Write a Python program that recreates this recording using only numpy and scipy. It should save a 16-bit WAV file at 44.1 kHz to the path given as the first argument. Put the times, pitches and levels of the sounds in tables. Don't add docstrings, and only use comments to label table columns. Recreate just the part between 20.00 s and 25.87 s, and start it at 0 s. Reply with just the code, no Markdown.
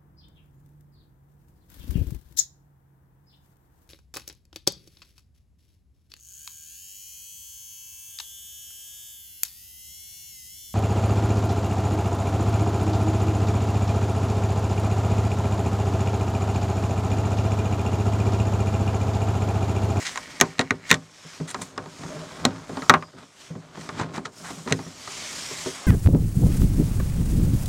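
import sys
import numpy as np
from scipy import signal
from scipy.fft import rfft, irfft
from scipy.io import wavfile
from scipy.ndimage import uniform_filter1d

SR = 44100
rng = np.random.default_rng(int(sys.argv[2]) if len(sys.argv) > 2 else 0)


def transcribe(u):
    v = np.clip(np.atleast_2d(u).T, -1, 1)
    q = np.round(v * 32767).astype(np.int16)
    wavfile.write(sys.argv[1], SR, q)


N = 258772

# f/Hz, level/dB, T60/s
TABLE_MODES = [(105.7, -2, 0.29), (132, -6, 0.18), (160.7, 0.5, 0.28), (218.5, -8, 0.19),
               (266.6, 1.5, 0.21), (326.3, -9, 0.2), (387.5, 2, 0.2), (441.4, -1.5, 0.15),
               (505.6, -3, 0.19)]
LEAF_MODES = [(606, 1.5, 0.18), (713.3, 1.5, 0.11), (777, -5.5, 0.19), (903, -7.5, 0.15), (930, -3.5, 0.15),
              (1044, -10.5, 0.16), (1068, 2, 0.11), (1157, -7.5, .14), (1245, 3.5, 0.075)]
EDGE_MODES = [(1510, -3.5, .065), (1700, -7.5, 0.03), (1875, 5.5, .03), (2087, -4, 0.018),
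              (2230, -15, 0.018), (2850, -6.5, 0.025)]
CATCH_MODES = [(3787, 10.5, 0.0089), (4200, -1, 0.022), (5600, -0.5, 0.0057), (6080, 4.5, 0.0082),
               (7450, 8, 0.01), (8550, -38, .01)]
# f/Hz, spectral level/dB
TABLE_SPECTRUM = [(20, -39.5), (55, -13), (100, -4), (170, 0), (290, -3), (390, 0), (560, -6), (900, -16.5),
                  (2500, -65), (10000, -90)]
LEAF_SPECTRUM = [(150, -39), (400, -12), (600, -6.5), (850, -1.5), (1250, 0.5), (1500, -1.5), (2500, -11.5),
                 (7000, -47.5)]
EDGE_SPECTRUM = [(300, -66.5), (1000, -16.5), (1450, -1), (2000, 5), (2550, -5), (3300, -16.5), (5000, -29),
                 (14000, -57.5)]
CATCH_SPECTRUM = [(600, -46), (2200, -9), (3200, 2), (4000, 4), (4700, -2.5), (6500, 1.5), (8200, -6.5),
                  (10000, -16), (13000, -25), (16000, -27.5)]

def impacts():
    blows = np.vstack([hard_blows(), soft_blows()])
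    times, table_db, leaf_db, edge_db, catch_db, leaf_hz, catch_hz, table_hz, contacts = blows.T
    edge_hz = 1830 * gain_of(0.27 * rng.standard_normal(len(times)))
    softness = np.clip((table_db - edge_db) / 14, 0.15, 2.5)
    table = struck_part(times, contacts, table_db, table_hz, TABLE_MODES, TABLE_SPECTRUM,
                        length=0.36, crack_t60=0.081, crack_db=0, ping_t60=0.13, ping_db=-3,
                        modes_db=1.5, cabin_db=-3, focus=softness)
    leaf = struck_part(times, contacts, leaf_db, leaf_hz, LEAF_MODES, LEAF_SPECTRUM,
                       length=0.22, crack_t60=0.05, crack_db=2, ping_t60=0.031, ping_db=1,
                       modes_db=0, cabin_db=-5.5, focus=0.31)
    edge = struck_part(times, contacts, edge_db, edge_hz, EDGE_MODES, EDGE_SPECTRUM,
                       length=0.11, crack_t60=0.014, crack_db=-4, ping_t60=0.0055, ping_db=-6,
                       modes_db=-3.5, cabin_db=-20.5, focus=0.22)
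    catch = struck_part(times, contacts, catch_db, catch_hz, CATCH_MODES, CATCH_SPECTRUM,
                        length=0.1, crack_t60=0.015, crack_db=1, ping_t60=0.0058, ping_db=-0.5,
                        modes_db=-2, cabin_db=-19.5, focus=0.39)
    return table + leaf + edge + catch

# t/s, level/dB of table, leaf, edge, catch, favoured f/Hz of leaf, catch
KNOCKS = [(0.175, -46.5, -29, -30.5, -34, 1090, 6900), (0.4117, -15.5, -14.5, -12.5, -9, 1193, 6470),
          (0.5931, -17.5, -20, -19.5, -22, 642, 4230), (0.707, -20.5, -24, -18, -29.5, 1280, 4070),
          (0.9132, -17.5, -16.5, -9.5, -12.5, 1260, 3560), (2.452, -14, -18.5, -22.5, -16, 1086, 4070),
          (2.896, -12.5, -5, -11, -14, 1290, 3380), (2.939, -19, -10.5, -24, -28.5, 1198, 3450),
          (4.7241, -20, -32.5, -21, -21.5, 1272, 3900)]
# t/s, level/dB re that knock
RATTLES = [(0.158, -4), (0.4009, -19), (0.583, -23), (0.6114, -11), (0.9045, -12), (0.927, -12),
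           (0.9417, -15), (2.9022, -12.5), (3.0244, -22.5)]

def hard_blows():
    table_hz, knock_contact_s, rattle_contact_s = 245.2, 0.00006, 0.0002
    rows = [[*knock, table_hz, knock_contact_s] for knock in KNOCKS]
    for start, db in RATTLES:
        knock = min(KNOCKS, key=lambda row: abs(row[0] - start))
        levels_db, pitches = np.add(knock[1:5], db), knock[5:]
        rows.append([start, *levels_db, *pitches, table_hz, rattle_contact_s])
    return np.array(rows)

# t/s, level/dB, favoured f/Hz, dullness/(dB per octave)
BUMPS = [(0.927, -29, 143, 13), (1.248, -38.5, 170, 7.5), (1.4, -21.5, 158, 10), (1.5446, -33, 252, 0),
         (1.588, -36, 222, 5), (1.614, -33, 186, 3.5), (1.7771, -31.5, 266, 1), (1.858, -37.5, 167, 3.5),
         (2.035, -32, 168, 4.5), (2.693, -30, 271, 5.5), (2.77, -26.5, 261, 3.5), (2.82, -34, 180, 1.4),
         (3.135, -40, 257, 14), (3.228, -48, 290, 2), (3.503, -27.5, 160, 11), (3.552, -30, 158, 8),
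         (3.773, -33.5, 154, 5), (3.89, -34.5, 263, 1), (3.996, -23.5, 123, 4), (4.012, -28, 147, 3),
         (4.178, -27, 260, 4), (4.254, -37.5, 427, 0), (4.405, -39.5, 177, 9), (4.504, -34, 272, 4.5),
         (4.566, -34, 181, 11), (4.661, -29, 253, 7.5), (4.675, -29, 277, 2.8), (4.711, -18.5, 140, 7),
         (4.79, -30, 276, 4.5), (4.863, -33.5, 177, 7), (5.075, -41.5, 410, -0.5), (5.511, -34.5, 372, 4.5),
         (5.659, -23, 372, 7)]
# level/dB in a hard contact, height above the thump/octaves
BUMP_COUPLING = [(0, 0), (6, 2.5), (-4, 3.5), (-3, 3.5)]

def soft_blows():
    times, db, table_hz, dullness = np.transpose(BUMPS)
    coupling_db, octaves = np.transpose(BUMP_COUPLING)
    levels_db = db[:, None] + coupling_db - dullness[:, None] * octaves
    leaf_hz = np.interp(dullness, [0, 6], [1295, 640])
    contact_s = np.interp(dullness, [0, dullness.max()], [0.00082, 0.003])
    catch_hz = 4700 * gain_of(0.62 * rng.standard_normal(len(times)))
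    return np.column_stack([times, levels_db, leaf_hz, catch_hz, table_hz, contact_s])

def struck_part(times, contacts, levels_db, pitches, modes, spectrum,
                length, crack_t60, crack_db, ping_t60, ping_db, modes_db, cabin_db, focus):
    t = np.arange(round(length * SR)) / SR
    blow_s = 0.01
    response = minimum_phase(spectrum)
    jolt = unit_energy(np.pad(response, (0, len(t) - len(response))))
    rings = damped_modes(modes, t)
    crack_fade, ping_fade = gain_of(-60 * t / crack_t60), gain_of(-60 * t / ping_t60)
    tails = [unit_energy(through(cabin_tail(t), response)) for _ in range(10)]
    emphases = focus * np.ones(len(times))
    out = np.zeros(N)
    for start, contact_s, db, hz, emphasis in zip(times, contacts, levels_db, pitches, emphases):
        crack = unit_energy(through(rng.standard_normal(len(t)) * crack_fade, response))
        ping = unit_energy(ping_fade * np.sin(2 * np.pi * hz * t))
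        octaves = abs(np.log2(np.array(modes)[:, 0] / hz))
        weights = gain_of(2.1 * rng.standard_normal(len(modes)) - 4.3 * octaves)
        weights *= rng.choice([-1, 1], len(modes))
        swing = gain_of(ping_db) * ping + gain_of(modes_db) * unit_energy(weights @ rings)
        swing *= 1 - np.exp(-hz * t / 0.42)
        tail = tails[rng.integers(len(tails))]
        blow = 0.75 * jolt + gain_of(crack_db) * crack + swing + gain_of(cabin_db) * tail
        blow *= 1 - np.exp(-t / contact_s)
        blow += emphasis * band_pass(blow, hz, octaves=0.52)
        add(out, start, gain_of(db) * np.sqrt(blow_s * SR) * unit_energy(softened(blow, db)))
    return out

# level/dB, cutoff f/Hz
TREBLE_LIMIT = [(-40, 8500), (-11, 18000)]

def softened(x, db):
    cutoff_hz = np.interp(db, *np.transpose(TREBLE_LIMIT))
    return through_butterworth(x, 2, cutoff_hz, "low")

# t/s, duration/s, level/dB of wood, metal, hiss
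SCUFFS = [(0.048, 0.047, -40.5, -30.5, -55), (0.596, 0.018, -32, -32.5, -51), (0.891, 0.008, -38, -28, -40),
          (0.922, 0.026, -40, -34, -47), (1.473, 0.042, -44, -40, -38.5), (1.611, 0.017, -51, -37.5, -34),
          (3.807, 0.0073, -49, -41.5, -62), (3.983, 0.05, -33.5, -42, -62), (4.134, 0.042, -37, -42.5, -58),
          (4.248, 0.014, -38, -37, -59), (4.44, 0.07, -38, -45.5, -47), (4.682, 0.027, -35.5, -39.5, -50)]
# f/Hz, spectral level/dB
HISS_SPECTRUM = [(3000, -16.5), (6000, -7.5), (7500, 2), (9500, -3.5), (11000, -12), (13000, -27),
                 (16000, -28)]

def scuffs():
    spectra = LEAF_SPECTRUM, EDGE_SPECTRUM, CATCH_SPECTRUM, HISS_SPECTRUM
    responses = [minimum_phase(spectrum) for spectrum in spectra]
    t, ramp_s = np.arange(SR // 5) / SR, 0.0066
    out = np.zeros(N)
    for start, length, wood_db, metal_db, hiss_db in SCUFFS:
        stroke = np.minimum(t / ramp_s, 1) * np.exp(-np.maximum(t - length, 0) / ramp_s)
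        grip = stroke * gain_of(2.1 * wander(len(t), hz=160))
        edge_db = metal_db - 2.5
        for response, db in zip(responses, (wood_db, edge_db, metal_db, hiss_db)):
            force = grip * slips(len(t), per_s=3500, spread_db=2.5)
            force = softened(force, hiss_db + 22)
            scuff = unit_energy(through(force, response))
            add(out, start, gain_of(db - 2.7) * np.sqrt(length * SR) * scuff)
    return out

# peak t/s, rise/s, fall/s, level/dB of rumble, scrape
RUBS = [(0.251, 0.4, 0.64, -49, -53.5), (1.0, .3, 0.075, -56, -73), (1.48, 0.094, 0.26, -47.5, -50),
        (1.84, 0.13, 0.064, -43, -49.5), (2.09, 0.12, 0.26, -38.5, -43.5), (2.45, 0.11, 0.17, -38, -40.5),
        (2.73, 0.032, 0.18, -39, -42.5), (3.18, 0.028, 0.052, -46, -49), (3.6, 0.17, 0.052, -49, -56),
        (3.79, 0.1, 0.21, -44, -48), (4.0, 0.072, 0.13, -35.5, -41.5), (4.16, .08, 0.094, -40.5, -47),
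        (4.5, 0.096, .1, -44.5, -47.5), (4.75, 0.21, 0.19, -45.5, -53.5), (5.4, 0.52, 0.52, -48, -50),
        (5.84, 0.28, 0.13, -50, -44.5)]
# f/Hz, spectral level/dB
RUMBLE_SPECTRUM = [(20, -25), (50, -17), (100, -8.5), (160, -2.5), (280, 0.5), (450, -13), (700, -11.5),
                   (1500, -47), (8000, -75)]
SCRAPE_SPECTRUM = [(200, -20.5), (450, -3), (530, -9.5), (615, 3), (760, -2.5), (1090, 0.5), (1500, -1.5),
                   (1900, -8), (2800, -13.5), (4500, -15), (10000, -41), (15000, -59)]

def rubbing_leaf():
    control_t = np.linspace(0, N / SR, 1200)
    shares = stroke_shares(control_t, RUBS, drop_db=8)
    *_, rumble_peaks_db, scrape_peaks_db = np.transpose(RUBS)
    rumble_db = per_sample(control_t, stroke_level(shares, rumble_peaks_db, resting_db=-65))
    scrape_db = per_sample(control_t, stroke_level(shares, scrape_peaks_db, resting_db=-63))
    t = np.arange(SR // 3) / SR
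    table = unit_energy(damped_modes(TABLE_MODES, t).sum(0))
    leaf = unit_energy(damped_modes(LEAF_MODES, t).sum(0))
    top = damped_modes([(159.3, 0, 0.16)], t)[0]
    rumble = friction(minimum_phase(RUMBLE_SPECTRUM), per_s=600, spread_db=0.2)
    rumble = unit_rms(rumble + 0.88 * friction(table, per_s=530, spread_db=0.5))
    hum = friction(top, per_s=820, spread_db=3)
    scrape = friction(minimum_phase(SCRAPE_SPECTRUM), per_s=1900, spread_db=0.5)
    scrape = unit_rms(scrape * gain_of(2 * wander(N, hz=35)))
    scrape = unit_rms(scrape + 0.4 * friction(leaf, per_s=2000, spread_db=2))
    hum_db = rumble_db + np.clip(0.6 * (rumble_db + 41.5), -12, 0) - 5.5
    return gain_of(rumble_db - 1.7) * rumble + gain_of(hum_db) * hum + gain_of(scrape_db + 1) * scrape

# peak t/s, rise/s, fall/s, level/dB, brightness/(dB per octave)
SWEEPS = [(0.02, 0.11, 0.19, -38.5, 0.5), (0.36, 0.25, 0.27, -47.5, -1), (0.88, 0.026, 0.097, -45.5, -0.5),
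          (1.34, 0.21, 0.15, -47.5, -1.5), (1.65, 0.16, 0.065, -48, 3.5), (2.05, 0.22, 0.39, -48, 0),
          (2.38, 0.23, 0.16, -49.5, 0), (2.83, 0.23, 0.17, -48, 1.5), (3.189, 0.025, 0.13, -57.5, -1),
          (3.44, 0.095, 0.085, -49.5, -0.3), (3.82, .06, 0.13, -47.5, 0.5), (4.0, 0.063, 0.037, -46.5, -4),
          (4.16, 0.026, 0.039, -48.5, 3), (4.39, 0.041, 0.078, -48.5, 5.5), (4.5, 0.12, 0.23, -45.5, 4),
          (4.86, 0.31, 0.067, -49, 2), (5.119, 0.11, .1, -45.5, 0.5), (5.33, 0.34, 0.51, -37.5, -0.16),
          (5.66, 0.43, 0.17, -38, 1.5)]
# f/Hz, spectral level/dB
CLOTH_SPECTRUM = [(400, -8), (700, -7), (1100, -3), (1400, -5.5), (2250, -1), (2800, -4.5), (3100, -2),
                  (4200, -4), (5400, -1), (5950, -3), (6550, -1.5), (8200, -6.5), (9500, -13), (11000, -19),
                  (12700, -22.5), (16000, -34.5)]

def sliding_hands():
    hz, t, spectrogram = signal.stft(slips(N, per_s=25000, spread_db=0.2), SR, nperseg=512)
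    *_, sweep_db, brightness = np.transpose(SWEEPS)
    shares = stroke_shares(t, SWEEPS, drop_db=10.5)
    level_db = stroke_level(shares, sweep_db, resting_db=-61.5)
    slope = (brightness * gain_of(sweep_db) ** 2) @ shares / gain_of(level_db) ** 2
    tilt_db = np.log2(np.maximum(hz, 1000) / 6000)[:, None] * slope
    patches = uniform_filter1d(rng.standard_normal(spectrogram.shape), size=7, axis=0)
    patches = unit_rms(uniform_filter1d(patches, size=16, axis=1))
    colour = unit_rms(gain_of(at_frequency(CLOTH_SPECTRUM, hz)))[:, None]
    spectrogram = spectrogram * colour * gain_of(level_db + 1.95 + tilt_db + 1.4 * patches)
    hiss = signal.istft(spectrogram, SR, nperseg=512)[1][:N]
    return hiss * gain_of(0.79 * wander(N, hz=35))

# t/s, level/dB
RUNNER_LEVELS = [(0.0, -42), (0.134, -50), (0.546, -53.5), (0.656, -51.5), (0.806, -60.5), (0.95, -37)]
# f/Hz, level/dB, T60/s
RUNNER_MODES = [(1530, -16.5, .022), (1930, 0.5, .013), (2050, -10.5, .013), (2200, 1, 0.013),
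                (2720, -10, .015), (4000, -7.5, .012)]

def metal_runner():
    times, levels_db = np.transpose(RUNNER_LEVELS)
    response = damped_modes(RUNNER_MODES, np.arange(SR // 20) / SR).sum(0)
    ring = friction(response, per_s=3000, spread_db=4.5)
    stop = np.clip((times[-1] - np.arange(N) / SR) / 0.02, 0, 1)
    return gain_of(per_sample(times, levels_db) + 3) * ring * stop

# t/s, duration/s, f/Hz, level/dB
SQUEAKS = [(2.01, 0.074, 168.6, -39), (2.078, 0.11, 606, -42.5), (2.098, 0.17, 440, -47.5),
           (2.204, 0.064, 610, -45), (2.985, 0.13, 4930, -60), (4.825, 0.052, 5730, -53)]

def squeaks():
    out = np.zeros(N)
    for start, length, hz, db in SQUEAKS:
        n = round(length * SR)
        force = slips(SR // 2, per_s=6500, spread_db=-2)
        ring = band_pass(band_pass(force, hz, octaves=0.11), hz, octaves=0.094)[-n:]
        add(out, start, gain_of(db) * unit_rms(ring * signal.windows.tukey(n, 0.6)))
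    return out

# delay/s, level/dB
ECHOES = [(.0021, -19.5), (.0043, -23), (.0079, -24.5), (0.0105, -27), (0.0163, -34.5)]

def early_reflections(x):
    out, treble = x.copy(), through_butterworth(x, 1, 1520, "high")
    for delay, db in ECHOES:
        add(out, delay, gain_of(db) * treble)
    return out

# f/Hz, T60/s
CABIN_T60 = [(100, 0.31), (260, 0.18), (700, 0.14), (1840, 0.1), (5000, 0.097), (14000, 0.066)]

def cabin_tail(t):
    hz, frame_t, spectrogram = signal.stft(rng.standard_normal(len(t)), SR, nperseg=256)
    decay = gain_of(-60 * frame_t / at_frequency(CABIN_T60, hz)[:, None])
    tail = signal.istft(spectrogram * decay, SR, nperseg=256)[1][:len(t)]
    return tail * (1 - np.exp(-t / 0.004))

def damped_modes(modes, t):
    hz, db, t60 = np.transpose(modes)[:, :, None]
    return gain_of(db - 60 * t / t60) * np.sin(2 * np.pi * hz * t)

def slips(n, per_s, spread_db):
    size = gain_of(spread_db * np.minimum(rng.exponential(1, n), 4))
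    return unit_rms(size * rng.standard_normal(n) * (rng.random(n) < per_s / SR))

def friction(response, per_s, spread_db):
    return unit_rms(through(slips(N, per_s, spread_db), response))

def stroke_shares(t, strokes, drop_db):
    peak, rise, fall = np.transpose(strokes)[:3, :, None]
    away = np.maximum((peak - t) / rise, (t - peak) / fall)
    return gain_of(-drop_db * abs(away) ** 1.3) ** 2

def stroke_level(shares, levels_db, resting_db):
    return 10 * np.log10(gain_of(levels_db) ** 2 @ shares + gain_of(resting_db) ** 2)

def wander(n, hz):
    f = np.fft.rfftfreq(n, 1 / SR)
    return unit_rms(irfft(rfft(rng.standard_normal(n)) / (1 + (f / hz) ** 4), n))

def minimum_phase(spectrum, size=4096):
    hz = abs(np.fft.fftfreq(size, 1 / SR))
    log_gain = np.log(gain_of(at_frequency(spectrum, hz)))
    return np.fft.ifft(np.exp(np.conj(signal.hilbert(log_gain)))).real[:size // 2]

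def band_pass(x, hz, octaves):
    ratio = 2 ** (octaves / 2)
    return through_butterworth(x, 1, [hz / ratio, min(hz * ratio, 0.49 * SR)], "band")

def through_butterworth(x, order, hz, kind):
    return signal.sosfilt(signal.butter(order, hz, kind, fs=SR, output="sos"), x)

def through(x, response):
    return signal.fftconvolve(x, response)[:len(x)]

def at_frequency(points, hz):
    f, value = np.transpose(points)
    return np.interp(np.log(hz + 1), np.log(f + 1), value)

def per_sample(times, values):
    return np.interp(np.arange(N) / SR, times, values)

def add(mix, start_s, sound):
    part = mix[max(round(start_s * SR), 0):][:len(sound)]
    part += sound[:len(part)]

def gain_of(db):
    return 10 ** (np.asarray(db) / 20)

def unit_rms(x):
    return x / np.sqrt(np.mean(x ** 2) + 1e-20)

def unit_energy(x):
    return x / (np.linalg.norm(x) + 1e-20)

def scene():
    contacts = early_reflections(impacts() + scuffs())
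    mono = contacts + rubbing_leaf() + sliding_hands() + metal_runner() + squeaks()
    return np.array([mono, mono])

def record(dry):
    clipped = np.clip(through_butterworth(dry, 2, 52, "high"), -1, 1)
    low_pass = signal.firwin(511, 16200, window=("kaiser", 9), fs=SR)
    return signal.oaconvolve(clipped, low_pass[None], "same")

dry = scene()
out = record(dry)
transcribe(out)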